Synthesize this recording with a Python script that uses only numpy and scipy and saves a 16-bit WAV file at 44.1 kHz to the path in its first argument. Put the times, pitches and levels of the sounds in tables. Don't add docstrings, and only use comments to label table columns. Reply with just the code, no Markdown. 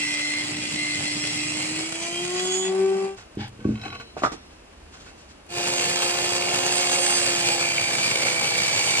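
import sys
import numpy as np
from scipy import signal
from scipy.fft import rfft, irfft, next_fast_len
from scipy.io import wavfile
from scipy.ndimage import uniform_filter1d

SR = 44100
rng = np.random.default_rng(int(sys.argv[2]) if len(sys.argv) > 2 else 0)


def to_wav(s):
    ch = np.atleast_2d(s).T
    pcm = np.round(np.clip(ch, -1, 1) * 32767)
    wavfile.write(sys.argv[1], SR, pcm.astype(np.int16))


N = 396900


def amp(db):
    return 10 ** (np.asarray(db) / 20)


def evened(x):
    return x / np.sqrt(np.mean(x ** 2) + 1e-20)


def read(points, hz):
    f, value = np.transpose(points)
    return np.interp(np.log(hz + 1), np.log(f + 1), value)


def add(mix, start_s, sound):
    part = mix[:, round(start_s * SR):][:, :sound.shape[1]]
    part += sound[:, :part.shape[1]]


def drift(size, span_s):
    step = 32
    width = max(int(span_s * SR / step), 1)
    noise = rng.standard_normal((2, size // step + 2))
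    slow = evened(uniform_filter1d(uniform_filter1d(noise, width), width))
    return np.array([np.interp(np.arange(size) / step, np.arange(slow.shape[1]), row) for row in slow])


def coloured(x, gain):
    size = next_fast_len(x.shape[-1])
    return irfft(rfft(x, size) * gain(np.fft.rfftfreq(size, 1 / SR)), size)[..., :x.shape[-1]]


def humps(modes):
    return lambda hz: np.sqrt(sum(amp(2 * db) / (1 + (2 * (hz - f) / w) ** 2) for f, w, db in modes))


# (frequency [Hz], side relative to mid [dB])
WIDTHS = [
    [(60, -15), (110, -90), (200, -9.5), (370, -0.5), (690, -2.5), (1270, 0), (2330, -1), (4280, 4.5),
     (7880, 2), (14500, 23.5)],
    [(60, -8), (110, -94), (200, -32), (370, -0.5), (690, -6.5), (1270, 0.5), (2330, 0), (4280, 5.5),
     (7880, 5.5), (14500, 4.5)],
]
# (frequency [Hz], share of the side that follows the mid [-], + is left)
LEANS = [
    [(100, -2.1), (370, 0.21), (700, 0.22), (1300, 0.17), (2300, -0.094), (4300, 0.49), (7900, -0.77),
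     (14000, -0.62)],
    [(100, 0), (370, -0.24), (700, 0.63), (1300, -0.054), (2300, -0.19), (4300, 0.13), (7900, -0.75),
     (14000, -0.58)],
]
# (frequency [Hz], share of the side a quarter wave from the mid [-])
TWISTS = [
    [(300, -0.59), (900, -0.41), (2200, -0.086), (3500, 0.52), (7000, -0.42), (12000, 0)],
    [(300, -0.72), (600, 0.2), (1500, -1.2), (2600, 0.87), (5000, 0.34), (12000, -0.79)],
]


def heard(pair, k):
    def width(hz):
        return amp(read(WIDTHS[k], hz))

    def lean(hz):
        share = read(LEANS[k], hz) + 1j * read(TWISTS[k], hz)
        return share / np.maximum(abs(share) / .99, 1)

    direct = coloured(pair[0], lambda hz: width(hz) * lean(hz))
    reflected = coloured(pair[1], lambda hz: width(hz) * np.sqrt(1 - abs(lean(hz)) ** 2))
    side = direct + reflected
    return np.array([pair[0] + side, pair[0] - side])


# (silent at [s], full at [s])
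FADES = [(3.18, 3.048), (5.485, 5.58)]


def fade(t, k):
    silent, full = FADES[k]
    return np.clip((t - silent) / (full - silent), 0, 1)


# (frequency [Hz], relative level per Hz [dB])
AIR_SPECTRUM = [(15, -56), (25, 12), (78, 3), (99, -16), (328, -12.5), (364, -13.5), (497, -17.5),
                (552, -17.5), (597, -17), (1300, -22.5), (2200, -25.5), (2700, -23.5), (3400, -30.5),
                (8690, -36.5), (10700, -44), (12500, -85), (16200, -64), (22000, -120)]
AIR_DB = -42
AIR_FADED = 0.84


def hush():
    t = np.arange(N) / SR
    noise = rng.standard_normal((2, N)) * amp(0.5 * drift(N, 0.014)[0])
    air = amp(AIR_DB) * evened(coloured(noise, lambda hz: amp(read(AIR_SPECTRUM, hz))))
    return heard(air, 0) * (1 - AIR_FADED * (fade(t, 0) + fade(t, 1)))


# (time [s], peak level before the microphone [dB])
CLICKS = [(3.146, -50), (3.354, -48), (3.482, -43), (3.492, -48), (5.465, -50)]
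# (frequency [Hz], width [Hz], level [dB])
CLICK_BAND = (7800, 4100, 0)


def clicks():
    out, t = np.zeros((2, N)), np.arange(600) / SR
    for start_s, db in CLICKS:
        noise = rng.standard_normal((2, 600))
        burst = coloured(noise, lambda hz: humps([CLICK_BAND])(hz) ** 2) * np.exp(-t / 0.0036)
        add(out, start_s, amp(db) * burst / abs(burst).max())
    return heard(out, 1)


# (frequency [Hz], relative level per Hz [dB])
RASP = [(59, -31), (100, -2), (246, -16), (517, -20), (803, -26), (1060, -17.5), (3400, -22), (7420, -24),
        (12000, -47.5), (15600, -97), (22000, -120)]
DRAG_ENDS_DB = -21.5


def drag(modes, stutter_db, start_s, rise, fall, peak_db, share):
    t = np.arange(0, rise + fall, 1 / SR)
    db = peak_db + DRAG_ENDS_DB * np.maximum(1 - t / rise, (t - rise) / fall) ** 2
    grit = rng.standard_normal((2, len(t))) * amp(0.82 * drift(len(t), .002)[0])
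    rasp = evened(coloured(grit, lambda hz: amp(read(RASP, hz))))
    stutter = grit * amp(stutter_db * drift(len(t), 0.0082)[0])
    chatter = evened(coloured(stutter, lambda hz: humps(modes)(hz) ** 1.75))
    sound = amp(db) * (np.sqrt(1 - share) * rasp + np.sqrt(share) * chatter)
    return start_s, heard(sound * signal.windows.tukey(len(t), .1), 1)


# (start [s], rise [s], fall [s], peak level [dB], power share that chatters in the wood [0-1])
DRAG = [(3.37, 0.047, 0.085, -38.5, 0.97), (3.16, 0.022, 0.088, -48, 0.2), (3.57, 0.14, 0.19, -52, 0.65),
        (3.79, 0.077, 0.051, -40.5, 0.9), (3.9, 0.052, 0.03, -40.5, 0.94), (3.99, 0.017, 0.044, -46, 0.7),
        (4.16, 0.024, 0.086, -44, 0.56), (4.22, 0.019, 0.063, -38, 0), (4.315, 0.0064, 0.049, -40.5, 0),
        (4.47, 0.057, .08, -61, 0.3), (4.915, 0.028, 0.08, -50, 0.16), (4.98, .03, 0.07, -51, 0),
        (5.04, 0.03, 0.088, -50.5, 0.2), (5.16, 0.034, 0.094, -54.5, 0), (5.27, 0.037, .04, -53, 0)]
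# (frequency [Hz], width [Hz], level [dB])
BARK = [(805, 81, 2), (1660, 310, -5.5), (2230, 93, -5), (3080, 890, -7), (4420, 300, -16),
        (4860, 200, -10.5), (5750, 200, -18)]
# (frequency [Hz], width [Hz], level [dB])
CHATTER = [(477, 17, 14.5), (753, 104, 15), (1123, 35, 11), (1490, 140, 13), (2220, 140, 7),
           (2580, 230, 10.5), (3040, 140, 1), (4020, 100, -5), (5240, 110, -22)]
# bark, sled [dB]
STUTTER_DB = [1.5, -2.5]


def drags():
    out = np.zeros((2, N))
    for i, row in enumerate(DRAG):
        add(out, *drag(CHATTER if i else BARK, STUTTER_DB[i > 0], *row))
    return out


def struck(modes, tilt_db, contact_s, rough, wake_s, detune=0.037):
    t = np.arange(SR // 2) / SR
    ring = 0
    for hz, db, t60 in modes:
        level = amp(db + tilt_db * np.log2(hz / 700) - 60 * t / t60)
        ring = ring + level * np.sin(2 * np.pi * hz * rng.normal(1, detune) * t)
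    wake = (t[:4000] == 0) + rough * rng.standard_normal(4000) * np.exp(-t[:4000] / wake_s)
    push = np.hanning(max(int(contact_s * SR), 3))
    ring = signal.fftconvolve(ring, np.convolve(wake, push))
    return ring / abs(ring).max()


# (frequency [Hz], t60 [s])
SHOP = [(200, 0.66), (700, 0.079), (1500, 0.35), (4000, 0.9), (9000, 1)]


def echo(dry):
    taps = rng.choice([-1., 1.], (2, SR // 2)) * (rng.random((2, SR // 2)) < .05)
    hz, t, z = signal.stft(taps, SR, nperseg=256)
    tail = signal.istft(z * amp(-60 * t / read(SHOP, hz)[:, None]), SR, nperseg=256)[1]
    return signal.fftconvolve(dry, tail / np.linalg.norm(tail[0]), axes=1)[:, :N]


# (time [s], peak level of the dry blow [dB])
THUDS = [(3.371, -15.5), (3.392, -26), (3.591, -29.5), (3.615, -35), (3.652, -6), (3.69, -10.5),
         (3.72, -21), (3.762, -47), (3.86, -27), (3.902, -30), (3.951, -40), (3.991, -46)]
# (frequency before detuning [Hz], level [dB], t60 [s])
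TABLE = [(98, -2.5, 0.54), (123.8, -3, 0.44), (158, -7.5, 0.28), (217, 1.5, 0.24), (256, -10, 0.16),
         (302, 8.5, 0.055), (343, -9, 0.061), (404, 7, 0.04), (480, -30, 0.049), (590, -10, .06)]
# (time [s], peak level of the dry blow [dB], brightness [0-1])
KNOCKS = [(4.167, -20.5, 0.25), (4.221, -18, 0.3), (4.2355, -7.5, 0.88), (4.239, -8, 0.83),
          (4.245, -20, 0.72), (4.25, -11.5, 1), (4.261, -16, 1), (4.286, -30, 0.85), (4.319, -22.5, 0.26),
          (4.332, -24, 0.25)]
# (frequency before detuning [Hz], level [dB], t60 [s])
SLED = [(276, -28, 0.12), (350, 2, 0.061), (455, 11, 0.055), (620, -0.5, 0.13), (752, 23, 0.028),
        (950, 16.5, 0.028), (1215, 27.5, 0.017), (1390, 8.5, 0.016), (1700, -5, 0.025), (1900, -14, .02),
        (2530, -25, .03), (3400, -4, .03), (4080, -13, .03), (5500, -7, .03)]
# (time [s], peak level of the dry blow [dB], tilt [dB per octave])
TICKS = [(3.582, -48, -3), (3.6043, -35.5, 0), (3.6449, -31, -2), (3.682, -41, 4), (3.756, -32, 10),
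         (3.7764, -34, 13), (3.796, -37, 16.5), (3.815, -32, 24), (3.8367, -29, 16), (3.852, -28, 15),
         (3.864, -34, 6), (3.881, -27, 11), (3.903, -28, 18), (3.928, -28, 10), (3.95, -29, 10),
         (3.965, -39, 8), (3.987, -41, 18), (3.9994, -28, 6), (4.009, -35, 16), (4.021, -41, 10)]
KNOCK_FLANK_DB, KNOCK_RIGHT_DB = -3, -3


def blows():
    dry, aside = np.zeros((1, N)), np.zeros((1, N))
    for start_s, db in THUDS:
        add(dry, start_s, amp(db) * struck(TABLE, 0, 0.0024, 0.027, 0.029)[None])
    for start_s, db, bright in KNOCKS:
        tilt_db = 18 * (bright - .75)
        contact_s = 0.0014 * np.maximum(1 - bright, .1)
        near = amp(db) * struck(SLED, tilt_db, contact_s, 0.055, 0.016)[None]
        flank = amp(db) * struck(SLED, tilt_db, contact_s, 0.055, 0.016)[None]
        add(dry, start_s, near)
        add(aside, start_s, amp(KNOCK_FLANK_DB) * flank - amp(KNOCK_RIGHT_DB) * near)
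    loose_modes = [(hz, db, 4.6 / width) for hz, width, db in CHATTER]
    for start_s, db, tilt_db in TICKS:
        add(dry, start_s, amp(db) * struck(loose_modes, tilt_db, .0001, 0.11, 0.0045, 0.016)[None])
    dry = signal.sosfilt(signal.butter(2, 75, "high", fs=SR, output="sos"), dry)
    wet = echo(dry)
    sound = heard(np.array([dry[0] + amp(-10.0) * wet[0], amp(-1.5) * wet[1]]), 1)
    return sound + [[1], [-1]] * coloured(aside, lambda hz: amp(read(WIDTHS[1], hz)))


SWELLS = { "rumble": [(0.53, 0.62, 18), (0.75, 0.23, 11.5), (1.0, 0.17, 9.5), (1.16, 0.1, 9),
          (7.97, 0.042, 5), (8.25, .1, 4)], "roar": [(2.39, 0.11, 9), (2.52, 0.21, 5.5), (2.67, 0.12, 9)],
          "hiss": [(2.44, 0.18, 5.5), (2.56, 0.18, 6.5), (6.78, 0.15, 1)], "hum": [(.53, .08, 0),
          (.68, 0.14, -6), (1.0, 0.066, -3), (1.33, 0.055, -5), (8.37, 0.087, 4)],
          "tooth 2": [(.05, 0.56, 5), (1.3, 0.99, -5), (1.755, 0.068, 5), (1.92, 0.42, -2),
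          (2.17, .14, 8.5), (2.31, 0.15, -5)], "tooth 4": [(.15, 0.52, 6), (1.0, 0.49, -3), (1.75, .5, -7),
          (2.05, 0.18, 9), (2.2, .1, -5), (5.71, 0.35, 7), (6.63, 0.26, 8), (7.0, 0.89, 4.5)],
          "tooth 5": [(1.7, 0.57, 15), (6.1, 0.17, 6), (6.34, 0.15, 11), (6.75, 0.17, 8), (7.1, 0.79, 5.5),
          (7.61, 0.46, 4)], "song": [(7.08, 0.73, 14.5), (8.24, 1, 9.5), (8.87, 0.26, 8)], }


def swell(t, name):
    return sum(db * np.cos(np.pi * np.clip((t - s) / span, -.5, .5)) ** 2 for s, span, db in SWELLS[name])


SPELL_EDGE_S = 0.026


def spell(t, rows, gain):
    return sum(gain(db) * np.clip(np.minimum(t - start, end - t) / SPELL_EDGE_S + .5, 0, 1)
               for start, end, db in rows)


BAND_HZ = (150, 800, 2900, 7000)
# (frequency [Hz], relative level per Hz [dB])
ROAR = [
    [(30, -25), (75, -8), (95, 6.5), (150, 5), (300, -4), (500, -16), (1000, -22), (1600, -17), (2100, -8),
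     (3000, -4.5), (3600, -11.5), (4500, -4.5), (6000, -2.5), (8000, 6), (10000, -7.5), (12000, -39),
     (15000, -70)],
    [(30, -45), (75, -28), (95, -4.5), (130, -4), (250, -11.5), (500, -6.5), (800, -5), (1300, -6),
     (2300, -7), (3600, -8.5), (4700, -8), (5800, -10.5), (8200, -8.5), (10500, -28.5), (12500, -22),
     (14000, -34), (15000, -47)],
]
# (frequency [Hz], width [Hz], level [dB])
RINGS = [
    [(1973, 31, -12), (2640, 15, -10), (2640, 29, -13), (2440, 24, -8), (3310, 20, -4), (3980, 250, -12.5),
     (4600, 19, -1), (4880, 33, -6), (5240, 93, -5.5), (6750, 12, 5.5), (8100, 21, -15), (8450, 33, -7)],
    [(476, 74, 5.5), (558, 21, 10.5), (818, 60, 11), (2180, 100, 2.5), (2715, 59, 4), (2920, 39, -19),
     (4530, 110, 3), (6130, 32, -26), (6800, 53, -3), (7780, 61, -25), (8640, 28, 5), (9460, 79, -2.5)],
]
RING_DB = [-6.5, -3.5]
SLOTS = 3


def roar(t, blade, bands_db, k):
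    bites = 1 + 0.16 * np.cos(2 * np.pi * blade) + 0.14 * np.cos(2 * np.pi * SLOTS * blade)
    chips = rng.standard_normal((2, len(t))) * amp(1.9 * drift(len(t), .003)[0]) * bites
    sound = evened(coloured(chips, lambda hz: amp(read(ROAR[k], hz))))
    sound = sound + amp(RING_DB[k]) * evened(coloured(chips[:, ::-1], humps(RINGS[k])))
    hz, s, z = signal.stft(sound, SR, nperseg=512, noverlap=384)
    levels = []
    for b, (low, high) in enumerate([(70, 270), (420, 1500), (1700, 5000), (5000, 10000)]):
        power = np.mean(abs(z[0, (hz > low) & (hz < high)]) ** 2, 1)
        own_db = 10 * np.log10(np.sum(power) * 4 / 3)
        levels.append(np.interp(s + t[0], t, bands_db[b]) - own_db)
    shares = [read(list(zip(BAND_HZ, np.eye(4)[b])), hz) for b in range(4)]
    patches = evened(uniform_filter1d(uniform_filter1d(rng.standard_normal(z.shape[1:]), 6, 0), 20, 1))
    streaks = evened(uniform_filter1d(rng.standard_normal(z.shape[1:]), 40, 1))
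    surge = evened(uniform_filter1d(rng.standard_normal(len(s)), 25))
    uneven_db = 0.15 * patches + 2.23 * np.minimum(streaks, 1) + 0.74 * surge
    z = z * amp(np.transpose(shares) @ levels + uneven_db)
    return signal.istft(z, SR, nperseg=512, noverlap=384)[1][:, :len(t)]


# (start [s], end [s], lower ring [dB], upper ring [dB])
HAMMER_SPELLS = [(1.357, 1.563, -49, -44), (1.6, 1.75, -48, -48), (1.98, 2.162, -40, -52),
                 (5.63, 5.707, -45, -40), (5.787, 5.877, -43, -37), (5.9, 6.12, -49.5, -45),
                 (6.15, 6.33, -55, -52), (6.336, 6.564, -41, -42), (6.643, 6.72, -46, -37),
                 (6.75, 7.397, -41.5, -47), (7.603, 8.098, -38, -43), (8.103, 9.1, -35.5, -47.5)]
# (frequency [Hz], width [Hz])
HAMMER_RINGS = [
    [(2330, 220), (2600, 85)],
    [(2260, 240), (2740, 180)],
]
HAMMER_SPREAD_DB, HAMMER_S = 5, .0022


def hammer(t, blade, slack_db, k):
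    beat = np.floor(blade + .15 * drift(len(t), .03)[0])
    sizes = amp(HAMMER_SPREAD_DB * np.minimum(rng.standard_normal(len(t)), 1.0))
    hits = (np.diff(beat, prepend=beat[0]) > 0) * sizes
    envelope = signal.oaconvolve(hits, np.exp(-np.arange(800) / (HAMMER_S * SR)))[:len(t)]
    grind = envelope * rng.standard_normal((2, len(t)))
    out = 0
    for j, (centre, width) in enumerate(HAMMER_RINGS[k]):
        ring = evened(coloured(grind, lambda hz: 1 / (1 + (2 * (hz - centre) / width) ** 2)))
        out = out + ring * spell(t, [(start, end, db[j]) for start, end, *db in HAMMER_SPELLS], amp)
    return amp(slack_db) * out


def line(turns, db, waver_db, span_s=.025):
    phase = 2 * np.pi * (turns + rng.random() + np.array([[0], [.25]]))
    return np.sqrt(2) * amp(db + waver_db * drift(len(turns), span_s)) * np.sin(phase)


GEAR = 7 / 37
# (frequency [Hz], width [Hz])
SONG = [(7900, 690), (8600, 870)]


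def song(blade, blade_hz, song_db, k):
    centre, width = SONG[k]
    out = 0
    for order in range(123, 153, SLOTS):
        near_db = -10 * np.log10(1 + (2 * (order * blade_hz - centre) / width) ** 4)
        out = out + line(order * blade, song_db + near_db, 1.0)
    return out


# (mesh tone [dB], its octave [dB])
RATTLE_DB = [(-5, -17), (2, -9)]
# (by chance [dB], once per blade turn [dB])
RATTLE_BEAT_DB = [(3, 5), (3, 13)]
SLIPS = [.09, .15]
BEAT_SLIP = .045


def rattle(shaft, blade, mesh_db, k):
    size = len(shaft)
    chance_db, turn_db = RATTLE_BEAT_DB[k]
    luck = np.minimum(drift(size, .004)[0], 1.2)
    beat = np.cos(2 * np.pi * (blade + BEAT_SLIP * drift(size, 0.0094)[0]))
    play = evened(amp(chance_db * luck + turn_db * beat))
    slip = SLIPS[k] * drift(size, .005)[0]
    return sum(play * line(m * (7 * shaft + slip), mesh_db + relative_db, 1.1)
               for m, relative_db in enumerate(RATTLE_DB[k], 1))


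# (pitch passed [Hz], level [dB])
TABLE_TONES = [
    [[(297, -38.5), (315, -35), (340, -42), (353, -31.5), (376, -27.5), (385, -19.5), (391, -30.5)],
     [(600, -55.5), (640, -55), (680, -41), (706, -47), (730, -39.5), (748, -44), (770, -40)],
     [(2080, -52.5), (2200, -48), (2450, -45), (2560, -69), (2730, -60.5)]],
    [[(332, -47), (339, -44), (345, -37), (357, -36.5)], [(664, -44.5), (680, -43), (695, -40.5),
     (704, -39.5), (714, -37.5)], [(2320, -42.5), (2400, -42), (2460, -49), (2500, -51.5)]],
]
# 2nd, 4th and 5th tooth tone and blade song at full hiss, per cut [dB]
TEETH_DB = [(-47, -51, -74.5, -51), (-45, -47.5, -44.5, -55)]
# (start [s], rise [s], 2nd tooth tone [dB], 4th tooth tone [dB])
SQUEAL = (2.324, 0.2, 16, 24.4)
TEETH_FOLLOW = 2.6
CLEAR_S, CLEAR_DB = 2.71, -25


def tone_levels(t, hz, hiss_db, spells_db, k):
    db = [read(points, m * hz) for m, points in zip((1, 2, 7), TABLE_TONES[k])]
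    db = [db[0] + swell(t, "hum"), db[1] + swell(t, "hum"), db[2] + spells_db]
    for full_db, name in zip(TEETH_DB[k], ["tooth 2", "tooth 4", "tooth 5", "song"]):
        db.append(full_db + TEETH_FOLLOW * hiss_db + swell(t, name))
    if k == 0:
        start, rise, *squeal_db = SQUEAL
        for j, extra_db in zip((3, 4), squeal_db):
            rub_db = extra_db * np.clip((t - start) / rise, 0, 1)
            db[j] = db[j] + rub_db + CLEAR_DB * np.clip((t - CLEAR_S) / .02, 0, 1)
    return db


SIDE_TONES = [(.5, 0, 0), (1.5, 0, 1), (3, 0, 1), (4, 0, 1), (5, 0, 1), (6, 0, 1), (8, 0, 1), (0, 44, 3),
              (7, -1, 2), (7, 1, 2), (14, 0, 2), (14, -1, 2), (21, 0, 4), (0, 4, 4), (0, 42, 3), (0, 72, 5),
              (0, 93, 4), (0, 102, 4), (0, 108, 4), (0, 114, 4), (0, 144, 5)]
SIDE_DB = [
    [-15.5, -18, -7.5, -12.5, -29, -16, -23, -7, -5.5, -7, -7.5, -11, -22, -13, -11, 9, -12, -15, -6, -11,
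     7],
    [-17.5, -3.5, -13, -49, -8.5, -43, -7.5, -25, -4, -10, -4.5, -25, -13, -6, -23, -5.5, -29, -23, -4, -2,
     -11.5],
]
STEADY_DB = [4, 4.5]
# (one throb below [dB], one above [dB])
THROB_DB = [(0.14, -13), (-1, -3)]
WOBBLE_DB = [-55, -56]
TEETH = 24
THROB_HZ = 100


def machine_tones(t, shaft, blade, db, k):
    mesh = 7 * shaft
    turns = [shaft, 2 * shaft, mesh, 2 * TEETH * blade, 4 * TEETH * blade, 5 * TEETH * blade]
    out = line(blade, WOBBLE_DB[k], 1.5, .1)
    for j, waver_db in enumerate([1.1, 0.83, 1.5, 3.2, 3.5, 3]):
        out += line(turns[j], db[j] + STEADY_DB[k] * (j == 2), waver_db)
    for (m, extra, j), relative_db in zip(SIDE_TONES, SIDE_DB[k]):
        out += line(m * shaft + extra * blade, db[j] + relative_db, 2.8, 0.035)
    for way, relative_db in zip((-1, 1), THROB_DB[k]):
        out += line(mesh + way * THROB_HZ * t, db[2] + relative_db, 2.2, 0.03)
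    return out


# (time [s], table rumble [dB], cutting roar [dB], chip hiss [dB])
CUTS = [
    [(0.0, 2, 3, 1), (0.45, -12.5, 0.5, -1.5), (0.8, 0, 2, 0), (1.5, 9.5, 1.5, 1.5), (1.95, 0, -4.5, -1),
     (2.3, -2, -3, -0.5), (2.66, -12, -11.5, -5), (2.7, -11.5, -11, -8), (3.2, -6, -13, -12)],
    [(5.48, 3, -4, -4), (5.9, -1, 2, 0), (6.45, -2, -1.5, -1.5), (6.8, -3, 1.5, 0.5), (7.4, 0.5, 2.5, 0.5),
     (7.8, 0.5, 0.5, -1), (8.4, 2, 2, -1.5), (9.0, 1, 3, 1)],
]
# (time [s], speed [Hz])
SPEEDS = [
    [(0.0, 296.6), (0.22, 296), (0.41, 299.2), (0.61, 301), (.78, 300.8), (1.01, 296.4), (1.2, 298.6),
     (1.42, 301.2), (1.62, 306.8), (1.82, 318.4), (2.23, 353.2), (2.43, 367.2), (2.83, 384.6),
     (3.24, 391.6)],
    [(5.46, 351.4), (6.05, 351.1), (6.8, 357), (7.03, 354.7), (7.62, 342.6), (8.21, 333.3), (8.41, 331.5),
     (9.0, 331.2)],
]
# (start [s], end [s], change [dB])
MESH_SPELLS = [(-.1, 0.432, 12.5), (0.493, .69, 1), (.77, 0.99, 12), (1.02, 1.14, 11), (1.21, 1.32, 6),
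               (1.338, 1.47, 5), (1.552, 1.66, 4.5), (1.67, 1.757, -6), (1.767, 1.845, -1),
               (1.86, 2.224, -5.5), (7.454, 7.55, 2.5), (7.554, 7.594, -13), (7.735, 7.765, -9),
               (7.89, 7.934, -5), (7.955, 7.98, -6), (8.027, 8.063, 5), (8.083, 8.1, 0), (8.18, 8.194, -3),
               (8.325, 8.344, -8)]
# (rumble [dB], log body [dB], roar [dB], hiss [dB])
FULL_DB = [(-50, -40.5, -34.5, -40.5), (-42, -36, -33.5, -35.5)]
# (dB per dB of roar [-], dB per dB of rumble [-])
BODY_FOLLOWS = [(-.3, -0.027), (0, -0.61)]
FLUTTER = .0012


def cut(k):
    s, *depth = np.transpose(CUTS[k])
    t = np.arange(s[0], s[-1], 1 / SR)
    rumble, rip, hiss = (np.interp(t, s, column) for column in depth)
    hz = uniform_filter1d(np.interp(t, *np.transpose(SPEEDS[k])), SR // 8, mode="nearest")
    shaft = np.cumsum(hz) / SR
    blade = GEAR * shaft + FLUTTER * drift(len(t), .012)[0]
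    spells_db = spell(t, MESH_SPELLS, np.asarray)
    db = tone_levels(t, hz, hiss, spells_db, k)
    sound = machine_tones(t, shaft, blade, db, k)
    sound += hammer(t, blade, np.minimum(spells_db, 0), k)
    sound += rattle(shaft, blade, db[2], k)
    sound += song(blade, GEAR * hz, db[-1], k)
    body = BODY_FOLLOWS[k][0] * rip + BODY_FOLLOWS[k][1] * rumble
    bands = [rumble + swell(t, "rumble"), body, rip + swell(t, "roar"), hiss + swell(t, "hiss")]
    sound += roar(t, blade, np.array(bands) + np.transpose([FULL_DB[k]]), k)
    return t[0], heard(sound, k) * fade(t, k)


def scene():
    mix = hush() + clicks() + drags() + blows()
    for k in range(len(CUTS)):
        add(mix, *cut(k))
    return mix


RUMBLE_CUT_HZ, EDGE_HZ = 93, 15100


def record(dry):
    lean = signal.sosfilt(signal.butter(2, RUMBLE_CUT_HZ, "high", fs=SR, output="sos"), dry)
    return signal.oaconvolve(lean, signal.firwin(511, EDGE_HZ, window=("kaiser", 9), fs=SR)[None], "same")


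dry = scene()
out = record(dry)
to_wav(out)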